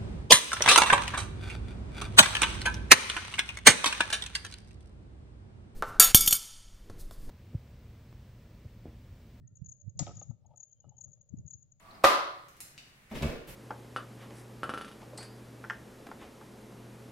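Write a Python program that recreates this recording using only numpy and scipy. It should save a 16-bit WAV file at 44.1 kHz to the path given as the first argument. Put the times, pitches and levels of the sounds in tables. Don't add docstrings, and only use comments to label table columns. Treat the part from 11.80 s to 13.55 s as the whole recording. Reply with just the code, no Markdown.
import sys
import numpy as np
from scipy import signal
from scipy.fft import rfft, irfft, next_fast_len
from scipy.io import wavfile
from scipy.ndimage import uniform_filter1d

SR = 44100
rng = np.random.default_rng(int(sys.argv[2]) if len(sys.argv) > 2 else 0)


def bounce(signal):
    frames = np.transpose(np.atleast_2d(signal))
    limited = np.clip(frames, -1, 1)
    pcm = np.round(limited * 32767).astype(np.int16)
    wavfile.write(sys.argv[1], SR, pcm)


N = 77175
T = np.arange(N) / SR

SNAP_S, SNAP_RISE_S = .2403, .00088
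# pitch in Hz, relative level in dB, t60 in seconds.
CUP_MODES = [(557, -2.5, 0.068), (663, -14.5, .04), (738, -11, 0.12), (878, -20, 0.18), (1015, -2.5, .06),
             (1202, 3.5, .06), (1317, -5.5, 0.033), (1580, -18.5, 0.16), (1892, -29, 0.057),
             (1980, -12, 0.086), (2472, -8, .025), (2663, -11, .03), (4040, -24, .02)]
# pitch in Hz, level in dB, t60 in seconds.
PUFF_MODES = [(108, -34, .1), (664, -5.5, 0.021)]
# frequency in Hz, relative level in dB.
CRACK_COLOUR = [(60, -18), (170, -21.5), (250, -11), (340, 1.5), (450, -6), (850, 0), (1200, 6.5),
                (1650, -1.5), (2600, -7.5), (3800, -7.5), (5500, -14.5), (7500, -19.5), (12000, -20.5),
                (16000, -33)]
# time in seconds, level in dB.
PULL_LEVELS = [(0, -70.5), (.05, -63), (.11, -60), (.17, -61), (.21, -75.5), (.235, -51.5), (.245, -87.5)]
# frequency in Hz, relative level in dB.
PULL_COLOUR = [(200, -1), (450, -11), (650, -2), (900, -3.5), (1170, 4.5), (1400, -7), (3100, -22.5),
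               (4400, -18), (6500, -31), (15000, -34)]
# start in seconds, centre in Hz, level in dB.
RUBBER_SQUEAKS = [(0.107, 4190, -50.5), (0.146, 4973, -54)]

# start in seconds, direct peak in dB, centre in Hz, width in octaves.
CUP_TICKS = [(.685, -37.5, 11150, 2.9), (0.7684, -43, 6500, 1.4), (0.8049, -23.5, 9900, 0.31),
             (0.979, -31, 3430, .5), (1.424, -25, 2600, 0.93)]
# frequency in Hz, relative level in dB.
SKIRT_COLOUR = [(200, 0.5), (1200, -1), (2800, 1.5), (4500, 2.5), (6500, 2), (12500, -10.5), (16000, -14)]

# start in seconds, thud in dB, clack in dB.
LANDINGS = [(1.312, -40, -52.5), (1.353, -49.5, -42.5), (1.407, -41, -68), (1.4248, -41, -31),
            (1.443, -38, -77), (1.4775, -43, -47), (1.525, -46.5, -56)]
# frequency in Hz, relative level in dB.
THUD_COLOUR = [(25, -8.5), (70, -7.5), (130, -5.5), (230, 1), (320, -5), (460, -7.5), (600, -6.5),
               (950, -19.5), (2000, -20), (8000, -42.5)]
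# frequency in Hz, relative level in dB.
CLACK_COLOUR = [(200, -2), (1100, 6.5), (1700, -6), (2600, 5.5), (3800, -18.5), (6500, -18), (11000, -20),
                (16000, -26)]
# pitch in Hz, relative level in dB, t60 in seconds.
TABLE_MODES = [(31, -17, .4), (79.9, -6, 0.15), (143, -0.5, 0.064), (224.3, -5, 0.066)]

# start in seconds, hiss in dB, rise in seconds,
# t60 in seconds, hiss centre in Hz, width in octaves, rumble in dB.
SLEEVE_SLIDES = [(1.295, -52.5, 0.014, 0.18, 2100, .25, -74), (1.342, -45, 0.0096, 0.29, 2900, 0.7, -40),
                 (1.468, -53.5, .012, 0.3, 2460, 0.2, -39), (1.67, -48.5, 0.0095, .28, 11900, .3, -46)]
# frequency in Hz, relative level in dB.
CLOTH_COLOUR = [(200, -9), (1000, -3.5), (1800, -0.5), (2800, -1.5), (5000, -8.5), (8000, -11.5),
                (12500, -12), (16000, -19)]
# frequency in Hz, relative level in dB.
RUMBLE_COLOUR = [(25, 3.5), (90, -1), (160, 1), (300, -9.5), (550, -5), (900, -31), (4000, -47)]

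# frequency in Hz, relative level in dB.
ROOM_TONE_COLOUR = [(20, -5.5), (65, 0), (130, -4.5), (220, -6.5), (450, -12), (1000, -14.5), (2000, -9.5),
                    (5000, -24), (9000, -23), (16000, -29.5)]
# frequency in Hz, t60 in seconds.
ROOM_DECAY = [(80, .35), (160, 0.27), (300, 0.65), (700, 0.58), (1150, 0.67), (2500, 0.51), (4200, 0.62),
              (8000, 0.4), (15000, 0.29)]
# frequency in Hz, correlation from -1 to 1.
MIC_LIKENESS = [(60, 0.87), (160, 0.94), (350, 0.61), (650, 0.7), (1100, -0.2), (2500, -0.0093),
                (8000, -0.12)]
# frequency in Hz, left minus right in dB.
MIC_BALANCE = [(100, 0.6), (600, -1), (1200, -1), (2500, 0.5), (4500, 4), (8000, 1), (13000, -5)]


def balloon():
    pull = amp(np.interp(T, *np.transpose(PULL_LEVELS))) * noise(PULL_COLOUR)
    slip = amp(-23) * burst(SNAP_S - .0028, SNAP_RISE_S, t60=.03) * noise([(500, 4), (15000, -16)])
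    crack = amp(-11) * burst(SNAP_S + SNAP_RISE_S, rise=.0013, t60=.036) * noise(CRACK_COLOUR)
    impulse = signal.unit_impulse(N, round((SNAP_S + .003) * SR))
    pulse = unit(filtered(impulse, lambda hz: amp(along(CRACK_COLOUR, hz)))) * crack.std()
    return pull + slip + crack + amp(7.5) * echoes(pull + pulse)


def cup():
    modes = ring(CUP_MODES[1::2], SNAP_S, SNAP_RISE_S) - ring(CUP_MODES[::2], SNAP_S, SNAP_RISE_S)
    puff = -ring(PUFF_MODES, SNAP_S, SNAP_RISE_S)
    return in_room(amp(-13) * modes, wet_db=3.5) + in_room(puff, wet_db=-7)


def squeaks():
    out = np.zeros(N)
    for start, centre, db in RUBBER_SQUEAKS:
        band = narrow_band(rng.standard_normal(N), centre, width_hz=250)
        out += amp(db) * burst(start, rise=.0029, t60=.037) * band
    return in_room(out, wet_db=-1)


def ticks():
    out = np.zeros(N)
    for start, db, centre, width in CUP_TICKS:
        push = amp(-17.5) * burst(start, rise=.0001, t60=.012) * rng.standard_normal(N)
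        push[round(start * SR)] += 1
        click = filtered(push, lambda hz: bell(hz, centre, width) + amp(along(SKIRT_COLOUR, hz) - 8))
        out += amp(db) * click / np.abs(click).max()
    return in_room(out, wet_db=7)


def table_knocks(rise_s=.0012):
    thuds = [amp(db) * burst(start, rise_s, t60=.25) for start, db, _ in LANDINGS]
    clacks = [amp(db) * burst(start, rise_s, t60=.052) for start, _, db in LANDINGS]
    thud = np.linalg.norm(thuds, axis=0) * noise(THUD_COLOUR)
    clack = np.linalg.norm(clacks, axis=0) * noise(CLACK_COLOUR)
    return in_room(thud + clack, wet_db=5)


def table_judder(start_s=1.416, period_s=.0133, peak_s=1.441, width_s=.047):
    jolts = start_s + period_s * np.arange(4)
    sizes = amp(-24) * np.exp(-.5 * ((jolts - peak_s) / width_s) ** 2)
    top = sum(size * ring(TABLE_MODES, start, rise=.0017) for start, size in zip(jolts, sizes))
    return in_room(top, wet_db=-25.5)


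def sleeves():
    out, cloth, rumble = np.zeros(N), noise(CLOTH_COLOUR), noise(RUMBLE_COLOUR)
    for start, hiss_db, rise, t60, centre, width, rumble_db in SLEEVE_SLIDES:
        hiss = unit(filtered(cloth, lambda hz: 1 + amp(1) * bell(hz, centre, width)))
        out += burst(start, rise, t60) * (amp(hiss_db) * hiss + amp(rumble_db) * rumble)
    return in_room(out, wet_db=5)


def in_room(x, wet_db):
    return x + amp(wet_db) * echoes(x)


def echoes(x, delay_s=.003):
    hz, t, spectra = signal.stft(diffuse(), SR, nperseg=256)
    decay = fade(t, along(ROOM_DECAY, hz)[:, None])
    tail = signal.istft(spectra * decay, SR, nperseg=256)[1][:, :N]
    early_lift = 1 + amp(-3) * fade(T, t60=.07)
    spectrum = rfft(tail * early_lift)
    local_power = np.abs(uniform_filter1d(np.abs(spectrum) ** 2, size=36))
    even_tail = irfft(spectrum / np.sqrt(local_power + 1e-12))[:, :SR]
    response = np.pad(even_tail, ((0, 0), (round(delay_s * SR), 0)))
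    return signal.fftconvolve(x[None], response, axes=1)[:, :N]


def room_tone():
    air = unit(filtered(diffuse(), lambda hz: amp(along(ROOM_TONE_COLOUR, hz))))
    hum = narrow_band(diffuse(), centre_hz=136.5, width_hz=24)
    return amp(-61.5) * air + amp(-70) * hum


def diffuse():
    def mid_side_gains(hz):
        angle = np.arccos(np.clip(along(MIC_LIKENESS, hz), -1, 1)) / 2
        return np.array([np.cos(angle), np.sin(angle)])
    mid, side = filtered(rng.standard_normal((2, N)), mid_side_gains)
    return np.array([mid + side, mid - side])


def ring(modes, start, rise):
    return sum(amp(db) * burst(start, rise, t60) * np.sin(2 * np.pi * hz * (T - start))
               for hz, db, t60 in modes)


def burst(start, rise, t60):
    t = np.maximum(T - start, 0)
    return (1 - np.exp(-t / rise)) * fade(t, t60)


def fade(t, t60):
    return np.exp(-np.log(1000) * t / t60)


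def noise(colour):
    return unit(filtered(rng.standard_normal(N), lambda hz: amp(along(colour, hz))))


def narrow_band(x, centre_hz, width_hz):
    return unit(filtered(x, lambda hz: 1 / (1 + ((hz - centre_hz) / width_hz) ** 2)))


def bell(hz, centre, width):
    return np.exp(-.5 * (np.log2((hz + 1) / centre) / width) ** 2)


def filtered(x, response):
    size = next_fast_len(N + SR // 2)
    return irfft(rfft(x, size) * response(np.fft.rfftfreq(size, 1 / SR)), size)[..., :N]


def along(points, hz):
    frequencies, values = np.transpose(points)
    return np.interp(np.log(hz + 1), np.log(frequencies + 1), values)


def amp(db):
    return 10 ** (np.asarray(db) / 20)


def unit(x):
    return x / np.sqrt(np.mean(x ** 2) + 1e-20)


def scene():
    snap = balloon() + cup() + squeaks()
    handling = ticks() + table_knocks() + table_judder() + sleeves()
    return snap + handling + room_tone()


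def record(dry):
    def response(hz, top_hz=15900):
        balance = amp(np.outer([.5, -.5], along(MIC_BALANCE, hz)))
        return balance / np.sqrt(1 + (hz / top_hz) ** 200)
    return filtered(dry, response)


dry = scene()
out = record(dry)
bounce(out)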